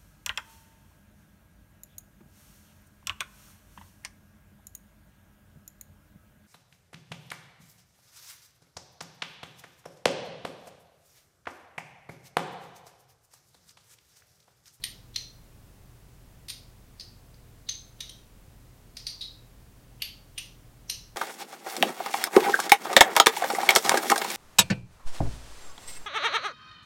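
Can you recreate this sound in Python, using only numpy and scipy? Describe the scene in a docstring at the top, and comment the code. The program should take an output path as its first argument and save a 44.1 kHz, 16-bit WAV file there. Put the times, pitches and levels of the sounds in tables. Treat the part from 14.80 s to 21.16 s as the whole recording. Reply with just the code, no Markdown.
"""Magnetic fidget slider in a small room.

A metal slider is worked in one hand, close to the microphone. Magnets pull the slide home with a
swelling scrape of filtered noise, then snap it on its stops; it also catches lightly on its way.
Each contact is a burst of tiny rebounds filtered by shell, steel and grip, answered by a noise-built room.
Behind: ventilation and hiss (shaped noise), fan drone and mains hum (wavering sines)."""
import sys
import numpy as np
from scipy import signal
from scipy.fft import rfft, irfft, next_fast_len
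from scipy.io import wavfile
from scipy.ndimage import uniform_filter1d, map_coordinates

SR = 44100
rng = np.random.default_rng(int(sys.argv[2]) if len(sys.argv) > 2 else 0)


def waveform_to_disk(signal):
    """Save audio, clipped to [-1, 1], as 16-bit WAV at the path in sys.argv[1]."""
    frames = np.transpose(np.atleast_2d(signal))
    scaled = np.clip(frames, -1, 1) * 32767
    samples = np.round(scaled).astype(np.int16)
    wavfile.write(sys.argv[1], SR, samples)


N = 280476  # samples


def amp(db):
    """Decibels to gain."""
    return 10 ** (np.asarray(db) / 20)


def unit(x):
    """Scale to rms 1."""
    return x / np.sqrt(np.mean(x ** 2) + 1e-20)


def along(points, hz):
    """Interpolate (Hz, value) points on a log frequency axis."""
    f, v = np.transpose(points)
    return np.interp(np.log(hz + 1), np.log(f + 1), v)


def bell(hz, centre_hz, width_hz):
    """Shape of one resonance, 1 at its centre."""
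    return 1 / (1 + (2 * (hz - centre_hz) / width_hz) ** 2)


def wobble(knots_per_s):
    """Smooth random curve through normally distributed knots."""
    knots = rng.standard_normal(int(N * knots_per_s / SR) + 4)
    return map_coordinates(knots, [np.arange(N) * knots_per_s / SR])


def filtered(x, response):
    """Apply a response given as a function of frequency."""
    size = next_fast_len(N + SR // 2)
    hz = np.fft.rfftfreq(size, 1 / SR)
    return irfft(rfft(x, size) * response(hz), size)[:N]


def causal(gain):
    """Minimum-phase response with these gains: it rings only after the blow."""
    cepstrum = irfft(np.log(np.maximum(gain, 1e-6)))
    half = len(cepstrum) // 2
    cepstrum[1:half] *= 2
    cepstrum[half + 1:] = 0
    return np.exp(rfft(cepstrum))


def add(track, time_s, sound):
    """Mix a sound into the track."""
    start = max(round(time_s * SR), 0)
    track[start:start + len(sound)] += sound[:len(track) - start]


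# ventilation and hiss spectrum: (frequency [Hz], relative density [dB])
AIR_SPECTRUM = [(18, -7), (32, -6.5), (55, -4.5), (85, -2), (130, -5.5), (200, -10), (320, -15.5),
                (550, -19), (1350, -25.5), (3900, -31), (9000, -32.5), (15800, -33.5)]
# fan and mains tones: (frequency [Hz], rms level [dB], wander [Hz], sway [dB]); wander and sway are std at knots
HUM_TONES = [(42.7, -58, 3.127, 0), (120.6, -61, 0.41, 1), (295, -77, 0.886, 1.5)]
AIR_RMS_DB = -55


def background():
    """Broadband air noise plus tones whose pitch and level drift at random."""
    noise = rng.standard_normal(N)
    air = unit(filtered(noise, lambda hz: amp(along(AIR_SPECTRUM, hz))))
    hum = np.zeros(N)
    for hz, db, wander_hz, sway_db in HUM_TONES:
        phase = 2 * np.pi * np.cumsum(hz + wander_hz * wobble(9)) / SR
        tone = amp(sway_db * wobble(5.2)) * np.sin(phase)
        hum += amp(db) * unit(tone)
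    return amp(AIR_RMS_DB) * air + hum


# wall decay: (frequency [Hz], t60 [s])
ROOM_DECAY = [(800, 0.3), (2500, 0.35), (4500, 0.4023), (6500, 0.41), (9500, 0.24), (14000, 0.33)]


def room(x, build_up_s=0.0047):
    """Diffuse wall answer: swelling noise with a decay per frequency, at the energy of x."""
    hz, t_s, noise = signal.stft(rng.standard_normal(SR // 2), SR, nperseg=256)
    swell = 1 - np.exp(-(t_s / build_up_s) ** 2)
    decay = amp(-60 * t_s / along(ROOM_DECAY, hz)[:, None])
    tail = signal.istft(noise * swell * decay, SR, nperseg=256)[1]
    wet = signal.fftconvolve(x, tail)
    return wet * np.linalg.norm(x) / np.linalg.norm(wet)


# snaps on a stop: (time [s], level [dB], half chatter length [s],
#   hollow of hand and shell [Hz], hollow gain [dB], low shell mode [Hz], high shell mode [Hz],
#   shell mode gain [dB], steel ring [scale], steel jingle [scale])
STOP_SNAPS = [(0.0375, -25.5, 0.005, 4000, 7.5, 2050, 3220, 8, 1.07, 1.5),
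              (0.3584, -25, 0.0064, 3630, 7, 4200, 5960, 13, 0.63, .3),
              (1.6987, -33.5, .0075, 3970, 7, 4700, 5000, 2, 1.08, 0.96),
              (2.1959, -39.5, .007, 4470, 18, 5100, 6280, 8, 0.86, .5),
              (2.8875, -26.5, 0.0084, 4000, 15, 6220, 6350, 12, 0.38, 0.33),
              (3.2039, -33, 0.0075, 3450, 5, 3800, 6100, 12, 0.81, 0.3),
              (3.2928, -39.5, 0.0053, 5970, 13, 3220, 3890, 18, 1.2, 1.4),
              (4.167, -37.5, 0.0076, 4520, 8, 5100, 6030, 5.5, 0.84, .35),
              (4.2665, -28.5, .0057, 4350, 13, 4630, 5800, 10, 1.13, .3),
              (4.4082, -35.5, 0.013, 4020, 21, 3770, 5040, 7, 0.94, .5),
              (5.2188, -26, 0.0062, 2900, 16, 4460, 4630, 8, .9, 2.04),
              (5.5769, -31.5, 0.01, 3070, 10.5, 2700, 5900, 7.5, 1.06, 1.06),
              (6.0962, -25.5, 0.0058, 5830, 12.5, 2830, 4120, 10.5, 1.1, 1.5)]
SCRAPE_S, SCRAPE_DB = .02, -29.5  # duration; level re the snap


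def slide(width_hz=2000, peak_db=26, rise_db=10, room_db=-3):
    """Friction noise through the hollow, rising up to each snap as the magnets pull the slide home."""
    track = np.zeros(N + SR)
    for time_s, db, _, hollow_hz, *_ in STOP_SNAPS:
        rail = lambda hz: amp(peak_db * bell(hz, hollow_hz, width_hz)) * hz / np.hypot(hz, 1500)
        friction = filtered(rng.standard_normal(N), rail)[:int(SCRAPE_S * SR) + 1]
        rise = amp(rise_db * np.linspace(-1, 0, len(friction)))
        scrape = amp(db + SCRAPE_DB) * unit(friction * rise)
        add(track, time_s - SCRAPE_S, scrape)
        add(track, time_s - SCRAPE_S, amp(room_db) * room(scrape))
    return track[:N]


# light catches of the slide on its way: (time [s], level [dB])
LIGHT_CATCHES = [(0.3423, -51), (1.683, -38), (1.694, -39), (2.207, -39), (2.54, -59), (6.092, -49)]
# room re direct sound, higher while the slider is turned away: (time [s], level before the trim in snaps() [dB])
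TURNED_AWAY = [(0, -5), (2.9, -3.5), (4.17, -2.2), (4.41, 2), (5.2, -3.5), (6.1, -3)]
CATCH_HALF_S = .0065  # half chatter length


def contacts():
    """Yield (time s, dB, half length s, room dB, grip); a catch takes the nearest snap's grip."""
    turned_db = lambda time_s: np.interp(time_s, *np.transpose(TURNED_AWAY))
    for time_s, db, half_s, *grip in STOP_SNAPS:
        yield time_s, db, half_s, turned_db(time_s), grip
    for time_s, db in LIGHT_CATCHES:
        _, _, _, *grip = min(STOP_SNAPS, key=lambda snap: abs(snap[0] - time_s))
        yield time_s, db, CATCH_HALF_S, turned_db(time_s), grip


def chatter(half_s, size, rise_share=0.42, fade_db=5, settle_db=14, count=110):
    """Spectrum of one contact's tiny random rebounds: they build up, fade slowly, then settle faster."""
    progress = 2 * rng.random(count)  # in half lengths
    when_s = progress * half_s
    build_up = np.minimum((when_s + 1e-4) / (rise_share * half_s + 1e-4), 1)
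    loss_db = fade_db * progress + settle_db * np.clip(progress - .8, 0, 1)
    strength = rng.choice([-1, 1], count) * build_up * amp(-loss_db)
    spectrum = rfft(np.bincount((when_s * SR).astype(int), strength), size)
    # even out the chatter's broad colour, leaving colour to shell, steel and grip
    broad_power = np.abs(uniform_filter1d(np.abs(spectrum) ** 2, size=56))
    return spectrum * causal((broad_power + 1e-9) ** -.5)


# radiation of the small body: (frequency [Hz], gain [dB])
SHELL_RADIATION = [(600, -26), (1150, -11), (1600, -11), (1850, -1.5), (2300, -1), (3000, 0.5), (5000, 3),
                   (6500, -1), (7200, -5.5), (10000, -12.5), (13300, -14.5), (14200, -21), (15500, -32)]
# slide modes, three ringing then two jingling: (centre before scatter [Hz], width [Hz], gain before scale [dB])
STEEL_MODES = [(9170, 580, 17.5), (9116, 93, 10), (12980, 650, 16.5), (10740, 990, 5), (11650, 470, 12.5)]
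STEEL_SCATTER_HZ = 30  # std of the modes' common shift per contact
HARDNESS_DB_PER_OCTAVE = -.5  # contact tilt


def gripped_body(hz, grip, hollow_width_hz=1400, low_width_hz=400, high_width_hz=520):
    """Response of shell and steel in one grip: broad hollow, two shell modes, steel ringing where free."""
    hollow_hz, hollow_db, low_hz, high_hz, mode_db, ring, jingle = grip
    grip_db = hollow_db * bell(hz, hollow_hz, hollow_width_hz)
    grip_db += mode_db * (bell(hz, low_hz, low_width_hz) + bell(hz, high_hz, high_width_hz))
    shift_hz = STEEL_SCATTER_HZ * rng.standard_normal()
    modes_db = [db * bell(hz, centre_hz + shift_hz, width_hz) for centre_hz, width_hz, db in STEEL_MODES]
    steel_db = ring * sum(modes_db[:3]) + jingle * sum(modes_db[3:])
    tilt_db = HARDNESS_DB_PER_OCTAVE * np.log2(np.maximum(hz, 500) / 4000)  # flat below 500 Hz
    bass_cut = hz / np.hypot(hz, 500)  # so small a body radiates hardly any bass
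    return causal(bass_cut * amp(along(SHELL_RADIATION, hz) + grip_db + steel_db + tilt_db))


def snaps(room_trim_db=0.74, spread=0.53, size=4096):
    """Each contact's chatter excites the gripped body, then the room answers."""
    track = np.zeros(N + SR)
    hz = np.fft.rfftfreq(size, 1 / SR)
    for time_s, db, half_s, room_db, grip in contacts():
        body = gripped_body(hz, grip)
        gain = amp(db) * np.sqrt(half_s * SR / size)  # level = energy averaged over half_s
        snap = gain * unit(irfft(body * chatter(half_s, size)))
        add(track, time_s, snap)
        # walls hear all sides of the body: evens out part of the chatter's colour
        all_round = gain * unit(irfft(body))
        wet = amp(room_trim_db + room_db)
        add(track, time_s, wet * np.sqrt(1 - spread) * room(snap))
        add(track, time_s + half_s / 2, wet * np.sqrt(spread) * room(all_round))
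    return track[:N]


def scene():
    """Slider in front of the background, mono."""
    return (background() + slide() + snaps())[None]


TOP_HZ = 15950


def record(dry):
    """Band limit: nothing passes from TOP_HZ up."""
    return np.array([filtered(channel, lambda hz: hz < TOP_HZ) for channel in dry])


dry = scene()
out = record(dry)
waveform_to_disk(out)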